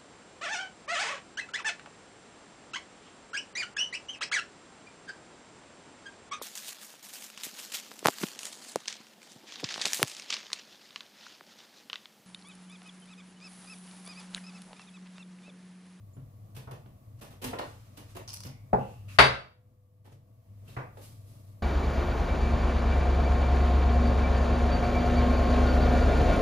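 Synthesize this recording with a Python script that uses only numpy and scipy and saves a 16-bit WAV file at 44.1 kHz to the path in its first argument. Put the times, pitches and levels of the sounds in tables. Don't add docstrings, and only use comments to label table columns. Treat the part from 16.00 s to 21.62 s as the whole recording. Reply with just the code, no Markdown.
import sys
import numpy as np
from scipy import signal
from scipy.fft import rfft, irfft
from scipy.io import wavfile
from scipy.ndimage import uniform_filter1d

SR = 44100
rng = np.random.default_rng(int(sys.argv[2]) if len(sys.argv) > 2 else 0)


def inscribe(sig):
    pcm = np.round(np.clip(np.atleast_2d(sig).T, -1, 1) * 32767)
    wavfile.write(sys.argv[1], SR, pcm.astype(np.int16))


def volts_from_db(level):
    exponent = np.asarray(level, float) / 20
    return 10 ** exponent


N = 247886
T = np.arange(N) / SR
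PORT_LAG_S = 0.0004

# (frequency [Hz], level [dB], t60 [s])
FLOORBOARD = [(67.8, -47, 0.36), (138.1, 3.5, 0.18), (172.6, -15, 0.36), (253, -5, 0.094)]


def on_log(hz, table):
    f, v = np.transpose(table)
    return np.interp(np.log(hz + 1), np.log(f), v)


def colour(x, table):
    g = volts_from_db(on_log(np.fft.rfftfreq(x.shape[-1], 1 / SR), table))
    return irfft(rfft(x) * g / np.sqrt(np.mean(g ** 2)), x.shape[-1])


def pair(size):
    # (frequency [Hz], coherence [0..1])
    likeness = [(150, 1), (300, 0.92), (600, .8), (1000, 0.15), (1500, 0.063), (4000, 0.02)]
    hz = np.fft.rfftfreq(size, 1 / SR)
    c = np.clip(on_log(hz, likeness), 0, 1)
    mid, side = rfft(rng.standard_normal((2, size)))
    left = np.sqrt(1 + c) * mid + np.sqrt(1 - c) * side
    right = np.sqrt(1 + c) * mid - np.sqrt(1 - c) * side
    delay = np.exp(-2j * np.pi * hz * PORT_LAG_S)
    return irfft([left * delay, right], size) / np.sqrt(2)


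def late(x):
    return np.array([np.interp(T - PORT_LAG_S, T, x), x])


def sides(pan_db):
    return volts_from_db(np.array([[pan_db], [-pan_db]]) / 2)


def narrow(hz, width):
    g = 1 / (1 + (2 * (np.fft.rfftfreq(N, 1 / SR) - hz) / width) ** 2)
    return irfft(rfft(pair(N)) * g / np.sqrt(np.mean(g ** 2)), N)


def ring(modes):
    t = T[:SR // 2]
    return sum(volts_from_db(db) * np.sin(2 * np.pi * hz * t) * 1000. ** (-t / t60) for hz, db, t60 in modes)


def swell(start, length, rise=0.36):
    t = np.maximum(T - start, 0) / length
    return (1 - np.exp(-t / rise)) * np.exp(-t) * 2


def strokes(table):
    total = 0
    for s, db, attack, hold, release in table:
        below = np.maximum((s - T) / attack, (T - s - hold) / release)
        total = total + volts_from_db(db - 20 * np.maximum(0, below).clip(0, 9))
    return total


def rough(rate, depth_db):
    k = int(SR / rate)
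    levels = np.repeat(rng.standard_normal(N // k + 1), k)
    return volts_from_db(depth_db * uniform_filter1d(levels, k)[:N])


def room(x, wet_db, gap_s):
    # (frequency [Hz], t60 [s])
    room_t60 = [(60, 0.56), (250, .38), (1000, 0.37), (4000, 0.36), (9000, 0.33), (16000, .2)]
    # (frequency [Hz], level [dB], t60 [s])
    room_modes = [(68, -58.5, 0.13), (129.34, -53, 0.3)]
    t, noise, tail = T[:SR], rfft(pair(SR)), 0
    octave = np.log2(np.fft.rfftfreq(SR, 1 / SR) + 1)
    for hz in 31.25 * 2. ** np.arange(10):
        band = irfft(noise * np.clip(1 - abs(octave - np.log2(hz)), 0, 1), SR)
        tail = tail + band * 1000. ** (-t / on_log(hz, room_t60))
    tail = tail * (1 - np.exp(-(t / gap_s) ** 2)) * volts_from_db(wet_db) / np.sqrt(SR / 40)
    tail[:, :SR // 2] += ring(room_modes)
    wet = signal.fftconvolve(x[1:], tail)[:, :N]
    return signal.sosfilt(signal.butter(2, 50., "high", fs=SR, output="sos"), x + wet)


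def kitchen():
    # (frequency [Hz], width [Hz], level [dB])
    hum_lines = [(99.6, 12, -61), (108, 35, -55.5), (52.83, 12, -73), (194, 17, -71.5), (480, 21, -79.5),
                 (652.5, 20, -81.5), (700, 6, -81.5), (1130, 89, -81.5)]
    # (frequency [Hz], density [dB per Hz])
    air_tint = [(20, -1.5), (60, -3), (150, -4), (260, -7.5), (430, -19.5), (640, -11.5), (780, -21.5),
                (1200, -23), (1400, -31), (2200, -39.5)]
    # (frequency [Hz], density [dB per Hz])
    hiss_tint = [(880, -38), (1500, -9), (1990, -3.5), (2920, -7), (3410, -8.5), (8620, -11), (11800, -5.5),
                 (15500, -6)]
    hum = sum(volts_from_db(db) * narrow(hz, width) for hz, width, db in hum_lines)
    hum = hum + volts_from_db(-58) * np.sqrt(2) * late(np.sin(2 * np.pi * 100 * T))
    air = volts_from_db(-61.5) * rough(16, 1.5) * colour(pair(N), air_tint)
    hiss = volts_from_db(-74.5) * colour(pair(N), hiss_tint)
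    return (hum + air) * sides(1.7) + hiss


def squeaks():
    # (time [s], length [s], frequency [Hz], width [Hz], level [dB])
    rubs = [
        (0.132, 0.012, 7160, 500, -72.5),
        (0.149, 0.022, 9840, 500, -78),
        (2.446, .018, 13000, 400, -59),
        (2.488, .1, 2200, 300, -73.5),
        (2.779, .1, 2702, 500, -64.5),
        (3.08, .05, 2604, 800, -60.5),
        (4.678, 0.01, 2790, 400, -61),
        (4.691, .03, 3815, 500, -70),
    ]
    return sum(volts_from_db(db) * swell(s, length, rise=0.2) * narrow(hz, width) for s, length, hz, width, db in rubs)


def steps():
    # (time [s], slap peak [dB], thump [dB re slap], scuff [dB re slap], contact [s])
    footfalls = [(0.164, -52, 9, -50, 0.017), (0.547, -53, -6, -6.5, 0.024), (0.563, -43, -13, -11, 0.019),
                 (0.709, -36.5, -8, -19.5, 0.016), (0.857, -46.5, 0, -45, 0.0086),
                 (1.21, -40.5, -10, -12.5, 0.028), (1.304, -46, -13, -15, 0.022),
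                 (1.415, -34.5, -20, -12.5, 0.042), (1.44, -34, -2, -4.5, 0.012),
                 (1.971, -40.5, -18, -11.5, 0.019), (2.149, -43, -5, -13.5, 0.017),
                 (2.165, -36, -5.5, -16.5, 0.013), (2.448, -40.5, 2.5, -11.5, 0.017),
                 (4.043, -54, -19, -15, 0.03592), (4.677, -53, 4, -8, 0.04),
                 (4.969, -46.5, -15, -21, 0.019)]
    # (frequency [Hz], density [dB per Hz])
    slap_tint = [(120, -19.5), (200, -4), (377, -6), (535, -7.5), (823, -8.5), (2110, -23), (3620, -27),
                 (11000, -67)]
    # (frequency [Hz], density [dB per Hz])
    scuff_tint = [(1060, -25), (1500, -5), (2080, -8.5), (2650, -3), (3400, -6.5), (6710, -11.5),
                  (12700, -9), (15500, -17)]
    thump, slap, scuff = np.zeros(N), np.zeros((2, N)), np.zeros((2, N))
    for s, db, thump_db, scuff_db, length in footfalls:
        slap = slap + volts_from_db(db) * swell(s, length) * sides(-2.5)
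        scuff = scuff + volts_from_db(db + scuff_db) * swell(s, length, rise=0.19) * sides(-1.5)
        thump = thump + volts_from_db(db + thump_db) * swell(s, 0.84 * length)
    force = thump * (1 + 12 * rng.standard_normal(N))
    boards = signal.fftconvolve(force, ring(FLOORBOARD))[:N]
    sole = volts_from_db(-10) * slap * rough(120, 3.17) * colour(pair(N), slap_tint)
    drag = volts_from_db(-2.5) * scuff * rough(200, 1.2) * colour(pair(N), scuff_tint)
    return volts_from_db(-50.0) * late(boards) + sole + drag


def claps():
    # (time [s], peak [dB], centre [Hz], thump [dB re peak], contact [s])
    sole_claps = [(.568, -50, 425.9, 5.5, 0.013), (0.672, -47, 700, 0, 0.027),
                  (0.711, -48, 868.6, 1, 0.0088), (1.531, -35.5, 577, -17, 0.021),
                  (1.534, -40.5, 1400, -30, 0.014), (1.586, -40.5, 2370, -30, 0.0125),
                  (1.588, -50, 8748, -30, .015), (1.592, -33, 730, -18, 0.022),
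                  (2.192, -46, 293, -21, 0.0099), (4.116, -54.5, 352.7, 3.5, 0.02),
                  (4.765, -37.5, 1120, -30, 0.029), (4.768, -38.5, 480, 1.5, .03),
                  (4.975, -53, 500, -20, .02)]
    out = 0
    for s, db, hz, thump_db, length in sole_claps:
        tint = [(hz / 8, -14.0), (hz / 2, -3.0), (hz, 0), (2 * hz, -7.0), (3 * hz, -24.0), (16 * hz, -50.0)]
        burst = swell(s, length, rise=0.067) * colour(pair(N), tint)
        thump = signal.fftconvolve(swell(s, 0.0017), ring(FLOORBOARD))[:N]
        out = out + volts_from_db(db - 6.5) * (burst + volts_from_db(thump_db - 30.5) * late(thump))
    return rough(120, 1.5) * out


def rustle():
    # (time [s], level [dB], attack [s], hold [s], release [s])
    brushes = [(0.75, -70.5, .005, .005, .09), (0.862, -72, .03, .002, .045), (1.2, -60, 0.034, .002, .004),
               (1.63, -56, .008, 0.028, .55), (1.97, -56, 0.0085, .002, .004),
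               (2.106, -57, 0.082, .002, .07), (2.79, -60, 0.055, 0.12, .25),
               (3.09, -51.5, .017, .075, .01), (4.126, -60.5, 0.02081, .002, .045),
               (4.68, -60.5, .03, .075, .03), (4.62, -73, 0.315, .1, .3)]
    # (frequency [Hz], density [dB per Hz])
    rustle_tint = [(590, -42), (1000, -8.5), (1220, -4.5), (1490, -10), (2740, -10), (3490, -11.5),
                   (4650, -12.5), (12500, -17), (15500, -32.5)]
    return volts_from_db(-8) * strokes(brushes) * rough(42, 1.2) * colour(pair(N), rustle_tint)


def crackle():
    # (time [s], peak [dB], length [ms], sparkle [dB re peak])
    crackles = [(2.2772, -34.5, 2.6, -26), (2.2823, -41, 1.5, -22), (2.29, -37, 2.4, -14.5),
                (2.297, -42, 2.2, -6), (2.3035, -40, 2.2, -13), (2.319, -44.5, 2, -12),
                (2.3315, -42.5, 3, 2.5), (2.3385, -29, 1, -0.5), (2.3427, -32, 1.3, 5),
                (2.3634, -42.5, 3, -8.5), (2.370, -41, 3, -4.5), (2.4039, -36, 3.4, -5.5),
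                (2.4347, -37.5, 4.5, -8), (2.467, -46.5, 7.8, -12), (2.489, -51, 4.5, -15)]
    # (time [s], level [dB], attack [s], hold [s], release [s])
    bed_strokes = [
        (2.278, -42.5, .002, 0.027, .06),
        (2.34, -47.5, .01, 0.022, .04),
        (2.44, -57.5, .1, .01, .09),
    ]
    # (frequency [Hz], density [dB per Hz])
    crackle_tint = [(350, -27), (900, -4), (1880, -15), (2540, -8.5), (3900, -9.5), (4700, 0), (6000, 0),
                    (7500, -15), (15500, -30)]
    # (frequency [Hz], density [dB per Hz])
    sparkle_tint = [(5000, -30), (8000, 2), (10500, 2), (13000, -7), (15500, -6)]
    snaps = [volts_from_db(db - 11.5) * swell(s, ms / 1000, rise=0.12) for s, db, ms, _ in crackles]
    bed = volts_from_db(-12.5) * strokes(bed_strokes)
    grain = rough(700, 2.5)
    body = (sum(snaps) + bed) * grain * colour(pair(N), crackle_tint)
    edge = sum(snap * volts_from_db(row[-1]) for snap, row in zip(snaps, crackles)) + volts_from_db(-6.0) * bed
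    return body + edge * grain * colour(pair(N), sparkle_tint)


def gain():
    # (time [s], depth [dB], hold [s], recovery [s])
    ducks = [
        (2.727, 2.5, .3, 0.4),
        (3.193, -10, 0.93, 0.54),
    ]
    db = sum(depth_db * (T > s) * np.clip(1 - (T - s - hold) / back, 0, 1) for s, depth_db, hold, back in ducks)
    return volts_from_db(uniform_filter1d(db, size=400))


def dish():
    # (time [s], modes [dB], clatter [dB], rise [ms], clatter length [s])
    knocks = [
        (2.73, -27.5, -17, 1.2, 0.013),
        (3.1865, -25.5, -10.5, 0.18, 0.03),
    ]
    # (frequency [Hz], level [dB], t60 [s])
    edge_modes = [(132, -1.5, .3), (242, -5.5, .05), (407, -6.5, .03), (530, 1, 0.04), (740, 5, .05),
                  (830, 0, 0.036), (1100, -3.5, .025), (1903, -12, 0.02)]
    # (frequency [Hz], level [dB], t60 [s])
    base_modes = [(71.5, -8, .25), (130, 2, 0.33), (573, 1, .06), (690, -3.5, .06), (916, -5.5, .06),
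                  (1191, 1.5, 0.17), (1395, -2.5, .06), (1910, -4.5, 0.056), (1891, -1.5, .06)]
    # (frequency [Hz], density [dB per Hz])
    edge_clatter = [(88, -31), (150, -5.5), (306, -12.5), (378, -10.5), (780, -1.5), (954, -11),
                    (1050, -11.5), (1510, -25), (2600, -40), (2920, -48.5), (15000, -71)]
    # (frequency [Hz], density [dB per Hz])
    base_clatter = [(88, -34.5), (150, -8.5), (314, -16.5), (428, -7), (471, -9), (708, -6), (844, -6),
                    (1150, -3.5), (2020, -8), (4480, -20), (7560, -41), (9180, -38), (15500, -56)]
    # (frequency [Hz], level [dB], t60 [s])
    glaze = [(2690, -23.5, .15), (3810, -15.5, 0.18), (4614, -8.5, 0.12), (5450, -11.5, .12),
             (6630, -6, 0.053), (7320, -8.5, .12), (8180, -7, 0.11), (8860, -0.5, .09), (10400, -2.5, 0.06),
             (11100, -3, .08), (12200, -3, .08), (13100, -4, .07), (14300, -4, .08), (14900, -5, .08)]
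    out = 0
    stiff = signal.butter(2, 110., "high", fs=SR, output="sos")
    blows = zip(knocks, (edge_modes, base_modes), (edge_clatter, base_clatter))
    for (s, modes_db, clatter_db, rise_ms, length), modes, tint in blows:
        t = np.maximum(T - s, 0)
        push = t * np.exp(-t * 4000 / rise_ms)
        rings = -late(signal.fftconvolve(push / push.sum(), ring(modes))[:N])
        envelope = (1 - np.exp(-(t * 1000 / rise_ms) ** 2)) * np.exp(-t / length)
        clatter = signal.sosfilt(stiff, envelope * rough(250, 2.0) * colour(pair(N), tint))
        walls = sides(4.0) * signal.fftconvolve(clatter[0], ring(glaze))[:N]
        clatter = clatter + volts_from_db(-32.5 - 10 * (rise_ms - 0.3545)) * walls
        out = out + (volts_from_db(modes_db) * rings + volts_from_db(clatter_db) * clatter) * sides(2.5)
    return out


def whine():
    # (time [s], level [dB], attack [s], hold [s], release [s])
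    whine_swell = [
        (3.4, -73, .6, .1, 2.2),
    ]
    return strokes(whine_swell) * np.sin(2 * np.pi * 500.6 * T) * rough(13.0, 1.5)


def swish():
    # (time [s], level [dB], attack [s], hold [s], release [s])
    sleeve_strokes = [
        (5.03, -54, .08, 0.011, 0.19),
        (5.296, -65, .08, .025, 0.124),
        (5.478, -71.5, .15, .002, .2),
    ]
    # (frequency [Hz], density [dB per Hz])
    sleeve_tint = [(590, -31), (1000, -11), (1120, -6.5), (1680, -14.5), (2130, -10.5), (4540, -8),
                   (6790, -10.5), (11500, -6), (15500, -16.5)]
    return volts_from_db(-3.0) * strokes(sleeve_strokes) * rough(75, 2.3) * colour(pair(N), sleeve_tint)


def scene():
    feet = room(steps() + claps(), wet_db=-0.5, gap_s=0.012)
    cloth = room(squeaks() + rustle() + crackle() + swish(), wet_db=-4.0, gap_s=0.005)
    near = room(dish(), wet_db=-0.5, gap_s=0.0041)
    return kitchen() * gain() + feet + cloth + near + whine()


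def top_cut(x):
    return signal.sosfilt(signal.butter(12, 15850, fs=SR, output="sos"), x)


def record(dry):
    thin = signal.sosfilt(signal.butter(2, 24., "high", fs=SR, output="sos"), dry)
    rounded = np.tanh(0.89 * thin) / 0.7
    cut = signal.ellip(8, .2, 70, 15400, fs=SR, output="sos")
    return top_cut(signal.sosfilt(cut, rounded))


dry = scene()
out = record(dry)
inscribe(out)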